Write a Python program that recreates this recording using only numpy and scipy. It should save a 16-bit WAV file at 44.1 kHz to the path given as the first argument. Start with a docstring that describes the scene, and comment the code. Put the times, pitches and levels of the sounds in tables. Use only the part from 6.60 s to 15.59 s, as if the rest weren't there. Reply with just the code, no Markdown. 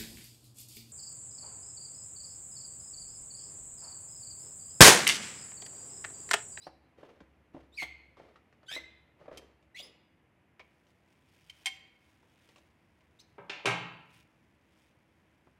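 """Oil filter pliers work a filter loose deep in an engine bay. For the first 3 s the jaws squeal on the
can by stick-slip, knock as they let go, and the can rubs round on its seal. From 4 s a gloved hand
brushes the parts and turns the filter on; near 5 s the pliers are put down with a clink. Near 7 s
something topples and crashes farther off in the workshop. Room air and a faint fan run throughout."""
import sys
import numpy as np
from scipy import signal
from scipy.fft import rfft, irfft, next_fast_len
from scipy.io import wavfile

SR = 44100
rng = np.random.default_rng(int(sys.argv[2]) if len(sys.argv) > 2 else 0)


def dump(signal):
    """Clip the signal to [-1, 1] and save it as 16-bit WAV at the path in sys.argv[1]."""
    limited = np.clip(np.atleast_2d(signal).T, -1, 1)
    pcm = np.round(limited * 32767).astype(np.int16)
    wavfile.write(sys.argv[1], SR, pcm)


N = 396589
TIME_S = np.arange(N) / SR
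CUTOFF_HZ = 15800

# Jaw slips. Each row: start and length in seconds, first and last pitch in Hz, bend (above 0 glides
# early, below 0 late), mid-slip level in dB, swell in dB, octave over fundamental in dB, rasp 0-1.
JAW_SLIPS = [(0, .06, 4643, 5514, -0.1, -67, -3, -14.5, 0.23),
             (0.013, 0.0627, 3926, 4806, -2, -62.5, -3.5, -18, 0.68),
             (1.122, 0.052, 3523, 5050, -1.1, -63.5, 8.5, -13.5, 0.42),
             (1.173, 0.0624, 2695, 2118, 7, -38, 5, -14, .39),
             (2.059, 0.0222, 3300, 3800, -1.24, -68, 6.5, -12.5, 0.52),
             (2.081, .079, 1478, 1978, 0.3, -53, 1, 6, 0.74),
             (2.163, 0.0133, 2090, 2048, 1.5, -36.5, 0.5, -20, 0.19),
             (3.144, 0.0644, 1880, 3683, -1.19, -51, 2.5, -13.5, 0.66),
             (3.167, 0.0262, 3665, 3287, 3.5, -55, 0, -14, .7),
             (3.22, 0.0494, 4500, 5117, 6, -60.5, -14.5, -11, 0.49),
             (6.588, 0.0204, 3547, 5388, -1.5, -64, -2.5, -13, 0.85)]
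# Knocks and taps on the filter. Each row: start in seconds, level in dB, pitch in Hz.
CAN_KNOCKS = [(.068, -40, 734.6), (.43, -44.5, 567), (.604, -52.5, 1546), (.607, -46, 187.6),
              (.944, -42, 272), (.963, -43, 340.5), (1.222, -33.5, 717), (1.569, -53.5, 1170),
              (1.599, -48, 542), (1.758, -52, 1267), (1.926, -61.5, 1830), (2.031, -57, 1330),
              (2.115, -50.5, 727), (2.163, -38.5, 606), (2.611, -48.5, 517), (2.657, -51.5, 797),
              (2.680, -42, 537.6), (2.713, -41.5, 550), (3.026, -64.5, 2320), (3.198, -53.5, 715),
              (3.995, -49, 1005), (4.268, -66, 2960), (5.629, -61.5, 900), (5.889, -56.5, 2930),
              (5.96, -54, 2700), (5.982, -58, 3600), (6.407, -64, 2140), (8.87, -52.5, 378)]
# Pliers touching metal. Each row: start in seconds, level in dB, tilt in dB per octave, low edge in Hz,
# crack in dB, free ring in dB, contact note in Hz, delay of the first bounce in seconds.
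PLIERS_CLINKS = [(2.773, -44.5, 4, 298, -2.5, -17, 3135, .004),
                 (3.995, -49, -10, 430, -0.5, -19.5, 2267, .007),
                 (4.897, -40.5, 0, 900, -8.5, -20.5, 3106, .002),
                 (5.058, -26.5, 0, 700, -2, -4.5, 2191, .009)]
# Pulls of the can on its seal. Each row: start in seconds, length in seconds, level in dB.
SEAL_PULLS = [(0.372, .15, -59.5), (0.926, 0.063, -62), (1.563, 0.1087, -61), (2.107, 0.041, -62),
              (2.587, 0.034, -62), (2.71, 0.0847, -56.5), (3.183, 0.096, -63)]
# Glove brushes. Each row: centre in seconds, half length in seconds, level in dB.
GLOVE_BRUSHES = [(4.303, 0.035, -77.5), (4.525, 0.052, -77.5), (4.802, 0.152, -71.5), (5.063, 0.121, -67),
                 (5.491, .11, -77), (5.88, 0.205, -72.5), (7.564, 0.0703, -66), (8.2, 0.121, -75)]
# Hits of the falling object. Each row: start in seconds, level in dB, low edge in Hz, cut-off in Hz.
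FALL_HITS = [(6.781, -40.5, 100.8, 1440), (6.896, -33, 909, 5700), (7.048, -32, 300, 900),
             (7.056, -24, 150, 12000), (7.073, -22.5, 90, 2200)]
# Modes of the pliers and the falling object. Each row: frequency in Hz, level in dB, T60 in seconds.
PLIERS_MODES = [(767, -13, 0.083), (1039, -19.5, 0.1), (1551, -19.5, .06), (2191, 2, 0.0937),
                (2190, -12.5, 0.029), (3155, -4, 0.18), (3180.8, 3.5, 0.076), (5137, -13.5, 0.039),
                (6232, -10, 0.055), (7480, 1, 0.0155), (8564, -1.5, 0.041), (9740, -12.5, 0.042)]
FALL_MODES = [(126, -26.5, 1), (173.86, -8, 1), (402.7, 9.5, 0.161), (574.2, -1, 0.59), (765, -6, 0.12),
              (880, -6.5, 0.8), (999, -8.5, 0.828), (1595.6, -1.5, 0.48), (2150.4, -1.5, 0.64),
              (2314, 2, 0.4), (2667, -15, 1), (2948, -12, .45)]
# Noise spectra of the sources. Each row: frequency in Hz, relative spectral density in dB.
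GRIT_SPECTRUM = [(1200, -31), (2600, 3.5), (5000, -5), (15000, -17.5)]
CAN_SPECTRUM = [(40, -67), (70, -10), (130, -6), (400, -5), (600, -1), (1200, -7.5), (2500, -10.5),
                (6000, -13.5), (15000, -22.5)]
STEEL_SPECTRUM = [(200, -28.5), (600, -21), (1500, -9.5), (2200, 10.5), (3200, 2), (5000, 3), (9000, -10.5),
                  (12000, -10.5), (16000, -27)]
SEAL_SPECTRUM = [(100, -12.5), (230, -7), (350, 4), (550, 0.5), (800, -8.5), (1400, -12), (3000, -17.5),
                 (14000, -47)]
GLOVE_SPECTRUM = [(800, -25), (2500, 9.5), (5000, -4.5), (9000, -9.5), (16000, -16.5)]
CRASH_SPECTRUM = [(50, -37.5), (85, -38), (120, 13), (220, -0.5), (380, 2.5), (800, 5.5), (1800, 1),
                  (2700, 6), (4500, -4.5), (9000, -14), (15000, -30)]
AIR_SPECTRUM = [(20, -48), (45, -15.5), (72, 1), (110, -2.5), (240, -5), (400, -11), (700, -13),
                (1300, -18), (2100, -16), (2700, -21), (4000, -34.5), (8000, -41), (12000, -39),
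                (16000, -59)]
# Workshop reverberation. Each row: frequency in Hz, T60 in seconds.
WORKSHOP_DECAY = [(60, 0.98), (200, 0.995), (500, 0.654), (2200, 0.8216), (4000, 0.6257), (8000, 0.32),
                  (15000, 0.29)]
# Hum of a distant fan. Each row: frequency in Hz, rms level in dB.
FAN_TONES = [(323, -80.5), (985, -89)]


def squeals(jitter=.06, flutter_db=4.5, overtone_fall_db=10, grit_db=-5.5, tooth_db=-1.5,
            tooth_ratio=1.26, sag_octaves_per_s=1.9, bite_share=.483):
    """Stick-slip of steel on steel: a gliding tone that grows uneven and gritty as the jaws bite."""
    out, t = np.zeros(N), TIME_S[:SR // 5]
    for start_s, length_s, first_hz, last_hz, bend, db, swell_db, octave_db, top_rasp in JAW_SLIPS:
        progress = np.minimum(t / length_s, 1)
        glide = np.expm1(-bend * progress) / np.expm1(-bend)
        sag = 2 ** (-sag_octaves_per_s * np.maximum(t - length_s, 0))
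        hz = first_hz * (last_hz / first_hz) ** glide * sag
        rasp = top_rasp * np.minimum(progress / bite_share, 1)
        uneven_hz = hz * (1 + jitter * rasp * wander(1102, len(t)))
        phase = 2 * np.pi * np.cumsum(uneven_hz) / SR
        tone = np.sin(phase)
        for k in range(2, 8):
            overtone_db = octave_db - overtone_fall_db * (k - 2) ** .63
            flicker_db = flutter_db * wander(149.1, len(t)) / 2
            tone += amp(overtone_db + flicker_db) * np.sin(k * phase) * (k * hz < CUTOFF_HZ)
        # a second tooth catches and sings at its own pitch
        tooth_hz = hz * tooth_ratio * (1 + 2 * jitter * wander(250, len(t)))
        tooth = amp(tooth_db) * np.sin(2 * np.pi * np.cumsum(tooth_hz) / SR)
        grit = amp(grit_db) * noise(GRIT_SPECTRUM, len(t))
        squeal = np.sqrt(2) * tone + rasp * np.hypot(1, amp(octave_db)) * (tooth + grit)
        level_db = db + swell_db * (progress - .5) + flutter_db * rasp * wander(500, len(t))
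        envelope = gate(t, length_s, attack_s=.006, release_t60_s=.03)
        add(out, start_s, amp(level_db) * envelope * squeal)
    return out


def knocks(note_db=-2, clatter_db=-2.5, t60_s=.0605, boom_hz=68, boom_db=-20.5, boom_t60_s=1.1):
    """The oil-filled can is heavily damped: one broad note among short modes. Big panels boom on."""
    out, t = np.zeros(N), TIME_S[:SR]
    boom = amp(boom_db) * np.sin(2 * np.pi * boom_hz * t) * fade(t, boom_t60_s) * (1 - fade(t, .23))
    for start_s, db, hz in CAN_KNOCKS:
        contact_hz = 2.227 * hz   # harder contacts ring higher
        clatter = unit(cut(noise(CAN_SPECTRUM, len(t)), contact_hz, "low"))
        note = np.sqrt(2) * np.sin(2 * np.pi * hz * t) * fade(t, 50 / hz)
        onset = np.sin(np.pi / 2 * np.minimum(t * contact_hz / 2, 1)) ** 2
        can = (amp(clatter_db) * clatter + amp(note_db) * note) * fade(t, t60_s) * onset
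        panels = boom * np.sqrt(700 / hz)   # dull, heavy knocks shake them most
        add(out, start_s, amp(db) * (can + panels))
    return out


def clinks(note_db=-2, note_t60_s=.052, crack_t60_s=.0534, loss_db=2.5, dulling_db_per_octave=1.65):
    """Bouncing steel contacts: a crack, the note of the struck spot and the free ring of the pliers."""
    out, t = np.zeros(N), TIME_S[:SR // 3]
    octaves = np.log2(np.clip(np.fft.rfftfreq(len(t), 1 / SR), 500, 9000) / 3000)
    for start_s, db, tilt_db_per_octave, low_hz, crack_db, ring_db, note_hz, bounce_s in PLIERS_CLINKS:
        for bounce in range(3):
            crack = amp(crack_db) * noise(STEEL_SPECTRUM, len(t)) * fade(t, crack_t60_s)
            tool = amp(ring_db) * ring(PLIERS_MODES, t)
            note = ring([(note_hz, note_db, note_t60_s)], t)
            tilt = amp((tilt_db_per_octave - dulling_db_per_octave * bounce) * octaves)
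            hit = irfft(rfft(crack + tool + note) * tilt, len(t))
            hit *= (1 - fade(t, .004)) * (1 - t / t[-1])
            hit = cut(hit, low_hz, "high", order=4)
            add(out, start_s + bounce_s * bounce ** 1.3, amp(db - loss_db * bounce ** 2) * hit)
    return out


def seal(attack_s=.017, release_t60_s=.512, creep_db=-77, grip_s=2.9):
    """The can rubs on its seal at each pull and keeps creeping while the jaws hold it."""
    pulls = sum(amp(db) * gate(TIME_S - start_s, length_s, attack_s, release_t60_s)
                for start_s, length_s, db in SEAL_PULLS)
    creep = amp(creep_db) * gate(TIME_S, grip_s, attack_s, release_t60_s)
    rub = friction(SEAL_SPECTRUM, slips_per_s=310, spread_db=1.5, t60_s=.0472, smooth_gain=.54)
    return np.hypot(pulls, creep) * rub


def glove(fumble_db=-83, fumble_from_s=4):
    """A rubber glove brushes the parts in even swells over a faint, steady fumbling."""
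    brushes = sum(amp(db) * np.exp(-((TIME_S - centre_s) / half_s) ** 2)
                  for centre_s, half_s, db in GLOVE_BRUSHES)
    fumble = amp(fumble_db) * (TIME_S > fumble_from_s)
    rub = friction(GLOVE_SPECTRUM, slips_per_s=550, spread_db=0, t60_s=.0041, smooth_gain=.59)
    return np.hypot(brushes, fumble) * rub


def fall(modes_db=-14.5, rattle_t60_s=.1321, room_db=-5):
    """Something tips, strikes an edge and lands: a rattle that fills the room, and longer panel notes."""
    rattle, notes, t = np.zeros(N), np.zeros(N), TIME_S[:SR]
    onset = 1 - fade(t, .002)
    for start_s, db, low_hz, contact_hz in FALL_HITS:
        burst = noise(CRASH_SPECTRUM, len(t)) * fade(t, rattle_t60_s)
        panel = amp(modes_db) * ring(FALL_MODES, t)
        for track, sound in (rattle, burst), (notes, panel):
            hit = cut(sound * onset, contact_hz, "low", order=3)
            add(track, start_s, amp(db) * cut(hit, low_hz, "high", order=1))
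    return cut(rattle + amp(room_db) * workshop(rattle) + notes, 100, "high", order=6)


def air_pocket(x, hz=330.1, width_hz=3.5, db=9.5):
    """The air round the filter adds a hollow note."""
    resonance = signal.lfilter(*signal.iirpeak(hz, hz / width_hz, fs=SR), x)
    return x + amp(db) * resonance


def engine_bay(x, t60_s, echo_db):
    """Adds quick reflections between the tank and the frame."""
    t = TIME_S[:SR // 6]
    echoes = rng.standard_normal(len(t)) * fade(t, t60_s) * (t > .002)
    return x + amp(echo_db) * signal.fftconvolve(x, echoes / np.linalg.norm(echoes))[:N]


def workshop(x, delay_s=.002, build_s=.016):
    """Diffuse echoes of the hall, the treble dying first."""
    t, tail = TIME_S[:SR], np.zeros(SR)
    white, hz = rfft(rng.standard_normal(SR)), np.fft.rfftfreq(SR, 1 / SR)
    edges_hz = np.geomspace(30, 20000, 15)
    for low_hz, high_hz in zip(edges_hz, edges_hz[1:]):
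        band = irfft(white * (hz >= low_hz) * (hz < high_hz), SR)
        tail += band * fade(t, at_hz(WORKSHOP_DECAY, np.sqrt(low_hz * high_hz)))
    tail *= np.clip((t - delay_s) / build_s, 0, 1)
    return signal.fftconvolve(x, tail / np.linalg.norm(tail))[:N]


def air_and_fan(air_db=-69, drift_rad=3.27):
    """Room air with a faint, unsteady fan hum."""
    hum = sum(amp(db) * np.sqrt(2) * np.sin(2 * np.pi * hz * TIME_S + drift_rad * wander(9.7, N))
              for hz, db in FAN_TONES)
    return amp(air_db) * noise(AIR_SPECTRUM, N) + hum


def friction(spectrum, slips_per_s, spread_db, t60_s, smooth_gain):
    """Tiny slips, each ringing one of four spots of the surface, over a smooth rub; rms 1."""
    slipping = rng.random(N) < slips_per_s / SR
    strength = amp(spread_db * np.minimum(rng.exponential(1, N), 3))
    slips = slipping * strength * rng.choice([-1, 1], N)
    t, grains = TIME_S[:SR // 10], np.zeros(N)
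    for spot in range(4):
        grain = noise(spectrum, len(t)) * fade(t, t60_s) * (1 - fade(t, t60_s / 2))
        grains += signal.oaconvolve(slips * (np.arange(N) % 4 == spot), unit(grain))[:N]
    return unit(unit(grains) + smooth_gain * noise(spectrum, N))


def ring(modes, t):
    """A blow excites each mode with its own strength and phase."""
    return sum(rng.uniform(.8, 1.2) * amp(db) * fade(t, t60_s)
               * np.sin(2 * np.pi * (hz * t + rng.random())) for hz, db, t60_s in modes)


def noise(spectrum, size):
    """Coloured noise, rms 1."""
    n = next_fast_len(size)
    gain = amp(at_hz(spectrum, np.fft.rfftfreq(n, 1 / SR)))
    return unit(irfft(rfft(rng.standard_normal(n)) * gain, n)[:size])


def wander(hz, size):
    """Random drift with hz knots a second, spread 1."""
    knots = rng.standard_normal(size // 4 + 4)
    return np.interp(np.arange(size) * hz / SR, np.arange(len(knots)), knots) * np.sqrt(3 / 2)


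def cut(x, hz, kind, order=2):
    """Butterworth low- or high-pass."""
    return signal.sosfilt(signal.butter(order, np.clip(hz, 10, .45 * SR), kind, fs=SR, output="sos"), x)


def gate(t, length_s, attack_s, release_t60_s):
    """Attack, hold and release from t = 0."""
    return np.clip(t / attack_s, 0, 1) * fade(np.maximum(t - length_s, 0), release_t60_s)


def fade(t, t60_s):
    """Exponential decay."""
    return amp(-60 * t / t60_s)


def amp(db):
    """Decibels to gain."""
    return 10 ** (np.asarray(db) / 20)


def unit(x):
    """Scale to rms 1."""
    return x / np.sqrt(np.mean(x ** 2) + 1e-20)


def at_hz(table, hz):
    """Read a table on a log-frequency axis."""
    table_hz, values = np.transpose(table)
    return np.interp(np.log(np.maximum(hz, 1)), np.log(table_hz), values)


def add(out, start_s, x):
    """Mix x in at start_s."""
    i = max(0, round(start_s * SR))
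    out[i:i + len(x)] += x[:max(0, N - i)]


def scene():
    """Near work in the engine bay, the far fall and the room; mono."""
    squeal = engine_bay(squeals(), t60_s=.084, echo_db=-3.5)
    knock = engine_bay(air_pocket(knocks()), t60_s=.16, echo_db=-7)
    clink = clinks()
    to_room = amp(-13.5) * squeal + amp(-18) * knock + amp(-16.5) * clink
    return (squeal + knock + clink + fall() + seal() + glove() + workshop(to_room) + air_and_fan())[None]


def record(dry):
    """Steep elliptic low-pass."""
    return signal.sosfilt(signal.ellip(10, .1, 70, CUTOFF_HZ, fs=SR, output="sos"), dry)


dry = scene()
out = record(dry)
dump(out)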